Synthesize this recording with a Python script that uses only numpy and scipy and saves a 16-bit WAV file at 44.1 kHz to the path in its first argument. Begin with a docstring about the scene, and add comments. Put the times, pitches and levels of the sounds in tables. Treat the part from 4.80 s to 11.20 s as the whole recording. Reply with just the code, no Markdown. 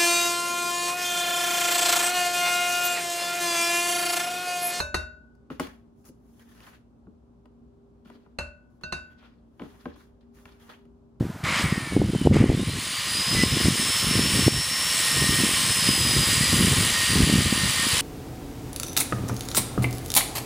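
"""A quiet kitchen close up: air and fridge tones throughout, made of coloured noise and wavering sines.
At once a metal measuring cup taps a glass bowl's rim twice: decaying modes for glass and cup, noise for cracks.
From half a second on it knocks a plastic tub (short modes, thumps, ticks) and drags through the powder in it
(uneven noise); three more taps fall between about 3.6 and 4.1 s, and knocks and drags go on to the end.
Tiled walls add a short tail of decaying noise to the taps, knocks and drags."""
import sys
import numpy as np
from scipy import signal
from scipy.fft import rfft, irfft
from scipy.io import wavfile
from scipy.ndimage import uniform_filter1d

SR = 44100
rng = np.random.default_rng(int(sys.argv[2]) if len(sys.argv) > 2 else 0)


def master_out(mix):
    """Clip the mix to full scale and print it as 16-bit PCM to the path in sys.argv[1]."""
    frames = np.transpose(np.atleast_2d(mix))
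    ceiling = np.clip(frames, -1, 1)
    pcm = np.round(ceiling * 32767).astype(np.int16)
    wavfile.write(sys.argv[1], SR, pcm)


N = 282240
T = np.arange(N) / SR  # seconds
HZ = np.maximum(np.fft.rfftfreq(N, 1 / SR), 1)
SIDES = np.array([[1.], [-1.]])  # left, right

# Cup on rim. Each row: start in seconds, cup level in dB, cup tilt in dB per octave, crack in dB,
# clatter in dB, counter boom in dB, foot of the bowl in dB.
TAPS = [(.001, -31.5, 4, -17.5, -41.5, -33.5, -38), (0.143, -33, 4, -16.5, -37, -29, -34.5),
        (3.5862, -47, 3.5, -24, -35.5, -33.5, -39), (4.0349, -62, -0.5, -34.5, -51, -44, -40.5),
        (4.1231, -40, 1.5, -23, -37.5, -39.5, -34)]
# Modes of the cloth-covered counter. Each row: pitch in Hz, relative level in dB, t60 in seconds.
COUNTER = [(76.35, 0.5, 0.45), (56.4, -3.5, 0.51), (46.7, -9.5, 0.41), (104.6, -8, .2)]
# Short modes of the tub wall: its click, then its sharp edge.
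# Each row: pitch in Hz, relative level in dB, t60 as a share of the whole knock's or catch's.
TUB_WALL = [(640, -8, 0.82), (799, -1, 0.57), (1060, -4, 0.95), (1259, -7, 0.81), (1433, -6, 0.65)]
TUB_EDGE = [(1914, -5, 0.48), (2365, -5.5, 0.49), (2838, -3.5, 0.36), (3320, -7.5, 0.17),
            (4090, -15.5, 0.24)]


def undb(db):
    """Turns a level in dB into a gain."""
    return 10 ** (np.asarray(db) / 20)


def along(points):
    """Reads the second column at every frequency, with straight lines on a log pitch axis."""
    hz, values = np.transpose(points)
    return np.interp(np.log(HZ), np.log(hz), values)


def spread(gain, width):
    """Noise of the given colour, rms 1: partly unrelated left and right, and later on the right."""
    lag_s = .00003
    mid, side = rfft(rng.standard_normal((2, N))) * gain
    shift = np.exp(1j * np.pi * HZ * lag_s * SIDES)
    noise = irfft((mid + width * SIDES * side) * shift, N)
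    return noise / noise.std()


def fade(t60, rise=0.0013):
    """Time axis and a quick rise with an exponential fall; t60 is the seconds it takes to fall 60 dB."""
    t = T[:int(1.2 * t60 * SR) + 1]
    return t, np.exp(-np.log(1000) * t / t60) * (1 - np.exp(-t / rise))


def ring(hz, db, t60, pan_db=0, width=0, rise=0.0013):
    """One decaying mode, whose lobes reach left and right out of step; pan is left minus right."""
    t, env = fade(t60, rise)
    wave = np.sin(2 * np.pi * hz * t + SIDES * np.arctan(width))
    return undb(db + SIDES * pan_db / 2) * env * wave


def add(out, s, x):
    """Mixes x into out from second s."""
    i = int(s * SR)
    n = min(x.shape[-1], N - i)
    out[..., i:i + n] += x[..., :n]


def walk(rate):
    """Slow random wandering, spread 1, with a new random value `rate` times a second."""
    k = int(SR / rate)
    steps = np.repeat(rng.standard_normal(N // k + 1), k)
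    x = uniform_filter1d(steps, k)[:N]
    return x / x.std()


def tone(hz, db, waver):
    """A motor tone that drifts a little in pitch (waver, in Hz) and in strength."""
    turn = 2 * np.pi * np.cumsum(hz + waver * walk(12)) / SR
    level_db = db + 2.0 * walk(9) + 1.2 * SIDES * walk(15.0)
    return np.sqrt(2) * undb(level_db) * np.sin(turn + 0.27 * SIDES)


def kitchen():
    """Steady air, most alike left and right in the bass, and the tones of the fridge."""
    # Colour of the air. Each row: pitch in Hz, relative level in dB per Hz.
    air_colour = [(20, -41), (35, -20.5), (60, -7.5), (90, -11.5), (200, -13.5), (250, -11), (330, -17.5),
                  (450, -22), (1050, -31), (1300, -35.5), (1900, -48.5), (3500, -50.5), (7500, -56),
                  (12000, -63), (16000, -71)]
    # Likeness of left and right in the air. Each row: pitch in Hz, likeness from 0 to 1.
    alike = [(60, 1), (130, 0.78), (290, .55), (640, 0.035), (16000, .05)]
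    # Steady fridge tones. Each row: pitch in Hz, level in dB, wavering in Hz.
    hum = [(58.7, -66.5, 1.2), (121.6, -74.5, 0.52), (236.2, -61, 2), (593, -82.5, 3.4)]
    # A higher fridge tone that comes and goes. Each row: time in seconds, level in dB.
    whine_levels = [(0, -79), (.68, -66), (1.5, -67), (2.1, -81), (2.5, -66.5), (3.4, -63.5), (3.9, -90),
                    (4.58, -76.5), (4.85, -66.5), (6.4, -64.5)]
    air_db, whine_hz = -58, 398.7

    like = np.clip(along(alike), 0, 1)
    mid, side = rfft(rng.standard_normal((2, N))) * undb(along(air_colour))
    air = irfft(mid * np.sqrt(1 + like) + SIDES * side * np.sqrt(1 - like), N)
    whine = tone(whine_hz, np.interp(T, *np.transpose(whine_levels)), 0.72)
    return air / air.std() * undb(air_db) + whine + sum(tone(*line) for line in hum)


def tap_ring():
    """Each tap stops the old ring, mostly the bowl's, and starts it anew; modes are stronger near a lobe."""
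    # Strongest ringing modes of the taps, mostly the bowl's; the short one at 4205 Hz is probably the cup.
    # The rim bends in close pairs that beat. Each row: pitch in Hz, t60 in seconds,
    # left minus right in dB, stereo width (minus: right comes first).
    ring_modes = [(581.6, .57, 0, .2), (619.5, .6, 3, .3), (1471.8, .63, 6, -.55), (1500.7, .64, -1, 1.05),
                  (2628.5, .41, 5, -.4), (2694.5, .32, -3, .35), (3781, .3, -3, .3), (4205, .06, -10, 1.2),
                  (4240, .34, -6, .8), (4769, .38, -2, 1.6), (6192, .1, 1, -.5), (6441, .17, 1, .1),
                  (7595, .27, -5, -.5), (10800, .22, -1, 0)]
    # How each mode lies round the rim, in the same order. Each row: level in dB when struck on a lobe,
    # waves round the rim (0: the same all round), angle of a lobe in degrees.
    lobes = [(-29, 2, 0), (-40.5, 2, 144), (-30.5, 3, 143.7), (-26, 3, 158.5), (-32.5, 4, 71),
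             (-27, 4, 169.4), (-33, 5, 31.7), (-23.5, 0, 0), (-42, 1, 101), (-39.5, 5, 1), (-34, 5, 109),
             (-38.5, 5, 26), (-52, 3, 142), (-54, 3, 16)]
    # How the ring takes each tap. Each row: place on the rim in degrees, level in dB,
    # tilt in dB per octave, share of the ring time left by the powder.
    landings = [(56.7, 1.1, .8, 1), (137.5, 0, -.5, 1), (123, -3.9, -1, .9), (46.1, -7.8, .1, .86),
                (40.4, -6.7, 1.8, .86)]
    node_db = -25  # what is left of a mode struck on its node

    out = np.zeros((2, N))
    starts = [row[0] for row in TAPS]
    gaps = np.diff(starts + [N / SR])  # seconds until the next tap
    for s, (place, tap_db, tilt_db, share), free in zip(starts, landings, gaps):
        for (hz, t60, pan_db, width), (db, waves, lobe) in zip(ring_modes, lobes):
            reach = np.hypot(np.cos(np.radians(waves * (place - lobe))), undb(node_db))
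            level_db = db + tap_db + tilt_db * np.log2(hz / 1500)
            mode = reach * ring(hz, level_db, share * t60, pan_db, width)
            stop = np.clip((free - T[:mode.shape[1]]) / .002 + 1, 0, 1)  # 2 ms fade-out
            add(out, s, mode * stop)
    return out


def taps():
    """Each tap also rings the cup, cracks, clatters, sounds the bowl's foot and thuds into the counter."""
    # Pitches of the cup's modes, in Hz.
    cup_hz = [1040, 1655, 1720, 4285, 5515, 5865, 6099, 6725, 7720, 8280, 8683, 8882, 9318, 9410, 9706,
              10400, 10970, 11370, 11750, 12350]
    # The cup rings thinner and shorter, one row for each pitch. Each row: level in dB, t60 in seconds,
    # left minus right in dB, stereo width from 0 to 1.
    cup = [(-5, 0.25, 5, 0.2), (-16, 0.49, -2.5, .9), (-12, 0.37, -3.5, .9), (-17, 0.14, -6, .5),
           (-17.5, 0.18, 2.5, 0.01), (-21, 0.3, -4, .5), (-20, 0.18, -5.5, 0.8), (-25, 0.4, -6.5, 0.3),
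           (-17.5, 0.17, -9.5, .8), (-27, 0.098, -2, 1), (-25, 0.06, -1.5, 0.7), (-29, .18, -0.5, 0.7),
           (-26.5, .2, -1, 0.3), (-25, 0.17, -0.5, .5), (-28, .2, -1.5, 0), (-21, .17, -3.5, .1),
           (-21.5, 0.1, -2, .1), (-16.5, .09, 0, .1), (-26.5, 0.17, -4, 0.3), (-26, .09, 0, .8)]
    # Colour of crack and clatter. Each row: pitch in Hz, relative level in dB per Hz.
    crack_colour = [(88, -39.5), (150, -3), (1480, 0.5), (2180, -8), (2760, -6), (3290, -23), (4240, -6),
                    (5250, -18.5), (6640, -17), (11000, -25), (16000, -66)]
    # Modes of the bowl's foot. Each row: pitch in Hz, relative level in dB, t60 in seconds.
    foot = [(152, 1, 0.13), (180, 3, 0.11), (356.5, -5.5, 0.13), (467, -7.5, 0.044)]
    crack_t60_s, clatter_t60_s = 0.04, .2

    out, burst = np.zeros((2, N)), np.zeros(N)
    luck = rng.standard_normal((len(TAPS), len(cup)))
    for (s, cup_db, tilt_db, crack_db, clatter_db, boom_db, foot_db), odd in zip(TAPS, luck):
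        for hz, (db, t60, pan_db, width), z in zip(cup_hz, cup, odd):
            level_db = db + cup_db + tilt_db * np.log2(hz / 3000) + 2 * z
            add(out, s, ring(hz, level_db, t60, pan_db, width))
        for hz, db, t60 in COUNTER:
            add(out, s, ring(hz, db + boom_db, t60, rise=.005))  # the cloth slows the push
        for hz, db, t60 in foot:
            add(out, s, ring(hz, db + foot_db, t60, rise=.003))
        add(burst, s, undb(crack_db) * fade(crack_t60_s)[1])
        add(burst, s, undb(clatter_db) * fade(clatter_t60_s, 0.017)[1])
    return out + burst * spread(undb(along(crack_colour)), 0.59)


def knocks():
    """The thin wall clicks, higher parts mostly dying sooner; the tub's hollow thumps; the counter shakes."""
    # Cup against the tub wall. Each row: start in seconds, click in dB, then relative to the click:
    # hollow thump in dB, sharp edge in dB, treble tick in dB; last the thump's pitch in Hz.
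    knock_list = [(0.551, -62, -8, -9, -8, 230), (0.702, -31.5, 3, -5.5, -35, 246.5),
                  (0.797, -17, -5.5, -7.5, -14, 277.7), (0.869, -39.5, -2.5, 4, -8.5, 202),
                  (1.243, -57, -10, -4, -4.5, 238), (1.288, -61, 19.5, 3, -2, 240.4),
                  (1.596, -55, -21, 2, -10, 240), (1.749, -53, -1.5, -1, -13, 237),
                  (1.804, -49, -9, 7, -7, 242), (1.867, -54, -13, 11.5, -8, 250),
                  (1.933, -62.5, -7, 0, -4, 235), (2.27, -50.5, 12, -20, -38, 187.4),
                  (2.656, -48, -8, -9.5, -20.5, 242), (3.257, -48.5, 3.5, -3.5, -23, 185),
                  (3.3, -39, -6, -7, -22, 240), (3.351, -52.5, 5.5, -10, -19, 234),
                  (3.463, -47, -1.5, -15.5, -39, 222.6), (4.011, -51.5, 0, -14, -12, 308.4),
                  (4.427, -46.5, -12, -19, -25, 221), (4.796, -33.5, -6, -3, -36.5, 320),
                  (4.811, -43, 12.5, -18, -27, 273.4), (4.819, -36.5, 2.5, -1.5, -22, 231),
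                  (4.834, -41.5, 2.5, -16, -22, 228), (5.056, -25.5, -1.5, -10.5, -46, 260),
                  (5.161, -49, -3.5, -14, -18, 277), (5.655, -41.5, -9, 5.5, -14.5, 250),
                  (5.883, -48.5, -0.5, -14, -25, 252), (5.897, -49, -5, -10, -19, 202),
                  (5.915, -49, -7.5, -19, -14, 269), (6.053, -60, 10.5, 1, -11, 234)]
    # Modes of the hollow. Each row: multiple of the thump pitch, relative level in dB, t60 in seconds.
    hollow = [(0.649, -5, 0.1), (0.999, 6.5, 0.064), (1.3, -3.5, 0.095), (1.75, -2, 0.074),
              (2.2, -8, 0.084)]
    # Colour of the treble tick. Each row: pitch in Hz, relative level in dB per Hz.
    tick_colour = [(3500, -38), (4500, 4), (8000, -5), (11500, 3), (13500, -25), (15500, 4), (17000, -8.5)]
    knock_t60_s, pan_db = 0.036, 2

    out, tick = np.zeros((2, N)), np.zeros(N)
    luck = rng.standard_normal((len(knock_list), 3, len(hollow)))
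    for (s, db, thump_db, edge_db, tick_db, thump_hz), (low, mid, high) in zip(knock_list, luck):
        for modes, part_db, odd in (TUB_WALL, db, mid), (TUB_EDGE, db + edge_db, high):
            for (hz, mode_db, share), z in zip(modes, odd):
                pitch = hz * (1 + 0.054 * z)  # a little different at every knock
                add(out, s, ring(pitch, part_db + mode_db, share * knock_t60_s, pan_db, 0.59, 0.86 / hz))
        add(tick, s, undb(db + tick_db) * fade(0.78 * knock_t60_s, 0.00041)[1])
        for (ratio, mode_db, t60), z in zip(hollow, low):
            pitch = thump_hz * ratio * (1 + 0.05 * z)
            add(out, s + .002, ring(pitch, db + thump_db + mode_db, t60, rise=0.0048))  # just after
        for hz, mode_db, t60 in COUNTER:
            add(out, s, ring(hz, db + thump_db + mode_db - 18.5, t60, rise=0.019))
    return out + tick * spread(undb(along(tick_colour)), 0.25)


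def drags():
    """The wall scrapes in uneven slips, each resonance catching on its own; grains hiss more evenly."""
    # Cup dragged through powder or shaken empty. Each row: full contact in seconds, hold in seconds,
    # scrape on the wall in dB, hiss of the grains in dB, seconds to rise 20 dB, seconds to fall 20 dB
    # (rises and falls under .001 count as .001).
    strokes = [(1.191, .05, -83.5, -77, .06, -0.4), (1.251, 0.04, -66.5, -57.5, -0.16, 0.02),
               (1.53, 0.074, -75.5, -72, 0.2, 0.38), (1.778, 0.17, -60, -69, 0.09, 0.06),
               (1.875, 0.017, -58.5, -63.5, 0.3, 0.05), (3.249, 0.011, -63, -77, -0.05, 0.13),
               (3.27, 0.012, -62, -74.5, -0.02, 0.2), (3.342, 0.0079, -87, -98, 0.5, 0.4),
               (4.429, .02, -59, -81, 0.09, 0.13), (3.9, 0.088, -92, -86.5, -0.1, 0),
               (4.317, 0.019, -65.5, -79, 0.1, -0.28), (4.845, 0.204, -63.5, -71, 0.13, 0.15),
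               (5.159, 0.066, -63.5, -70, -0.06, 0.09), (5.549, 0.036, -64, -67.5, 0.02, 0.34),
               (5.798, 0.1, -61, -67.5, -0.01, 0.1), (5.893, 0.0046, -51, -65, -0.05, 0.0949)]
    # A jolt sets the powder sliding at once, then it settles. Each row: start in seconds,
    # scrape in dB, hiss in dB, seconds to fall 20 dB (under .001 counts as .001).
    jolts = [(0.705, -52, -64.5, 0.1444), (0.8, -39.5, -48, 0.1085), (1.595, -63, -66.5, 0.13),
             (1.69, -69, -67.5, 0.17), (2.658, -53, -85, -0.05), (3.3, -64.5, -94, 0.23),
             (4.012, -65.5, -77, 0.5), (4.796, -55.5, -73, 0.2), (5.057, -56, -89, 0.17),
             (5.408, -70.5, -90, 0.1), (5.656, -54.5, -71, 0.15)]
    # Wall resonances. Each row: pitch in Hz, width in Hz, relative level in dB.
    resonances = [(694, 1300, 2), (1106, 930, 1.5), (1700, 840, 2), (2560, 910, -4.5), (3300, 660, -3.5),
                  (4070, 2450, -3)]
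    # Colour of the grains. Each row: pitch in Hz, relative level in dB per Hz.
    hiss_colour = [(3000, -17), (4500, -3), (6500, 3), (8300, -6), (11000, 5), (12500, -1), (13500, -12.5),
                   (15000, 3.5), (17000, -14)]
    jolt_rise_s = .002

    scrape, hiss = np.zeros(N), np.zeros(N)
    sudden = [(s, 0, scrape_db, hiss_db, jolt_rise_s, fall) for s, scrape_db, hiss_db, fall in jolts]
    for s, hold, scrape_db, hiss_db, rise, fall in strokes + sudden:
        away = np.maximum((s - T) / max(rise, .001), (T - s - hold) / max(fall, .001))
        touch = undb(-20 * np.clip(away, 0, 9))
        scrape = np.hypot(scrape, touch * undb(scrape_db))
        hiss = np.hypot(hiss, touch * undb(hiss_db))

    wall = np.zeros((2, N))
    for hz, width, db in resonances:
        peak = 1 / (1 + ((HZ - hz) / (width / 2)) ** 2)
        wall += undb(db + 3.2 * walk(45)) * spread(peak, 0.82)
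    wall /= wall.std()
    grains = spread(undb(along(hiss_colour)), 0.96)

    slips, grit = walk(60), walk(400)
    scraping = scrape * undb(1.9 * slips + 0.33 * grit) * wall
    hissing = hiss * undb(0.77 * slips + 0.59 * grit) * grains
    return catches(scrape) + scraping + hissing


def catches(scrape):
    """While it scrapes, the cup's edge catches at random and rings the wall's upper modes."""
    per_s, level_db, spread_db, t60_s, pan_db = 220, -5, 3, .05, 2
    strength = undb(spread_db * rng.standard_normal(N) + level_db) * scrape
    hits = (rng.random(N) < per_s / SR) * strength
    out = np.zeros((2, N))
    for hz, db, share in TUB_WALL[-1:] + TUB_EDGE:
        mode = ring(hz, db, share * t60_s, pan_db, .55)
        uneven = hits[None] * undb(3 * walk(60))
        out += signal.fftconvolve(uneven, mode)[:, :N]
    return out


def room(x):
    """Diffuse tail of the tiled walls: noise in bands, each dying at its own rate."""
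    # Bands of the tail. Each row: centre in Hz, t60 in seconds, level in dB.
    bands = [(147, 0.36, -15.5), (370, 0.28, -6), (1020, .35, -7.5), (2580, .33, -8), (6000, 0.24, -5.5),
             (12000, 0.24, -20)]
    tail = np.zeros((2, N))
    for hz, t60, db in bands:
        env = fade(t60, 0.0028)[1]
        band = signal.butter(2, [hz / 1.55, hz * 1.55], "band", fs=SR, output="sos")
        noise = signal.sosfilt(band, rng.standard_normal((2, len(env))))
        add(tail, .004, undb(db) * noise * env / np.sqrt(np.sum(env ** 2)))
    return irfft(rfft(tail) * rfft(x.mean(axis=0)), N)


def scene():
    """Close events, their tail and the kitchen."""
    ring_send_db = -12  # the strong ring of the taps has less tail than the other sounds
    ringing = tap_ring()
    near = taps() + knocks() + drags()
    return ringing + near + room(near + undb(ring_send_db) * ringing) + kitchen()


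def record(dry):
    """Makes the left a little louder than the right and cuts the top."""
    left_db, top_hz = 0.5, 15800  # the right goes down by as much as the left goes up
    cut = signal.ellip(10, .2, 70, top_hz, fs=SR, output="sos")
    return signal.sosfilt(cut, dry * undb(left_db * SIDES))


dry = scene()
out = record(dry)
master_out(out)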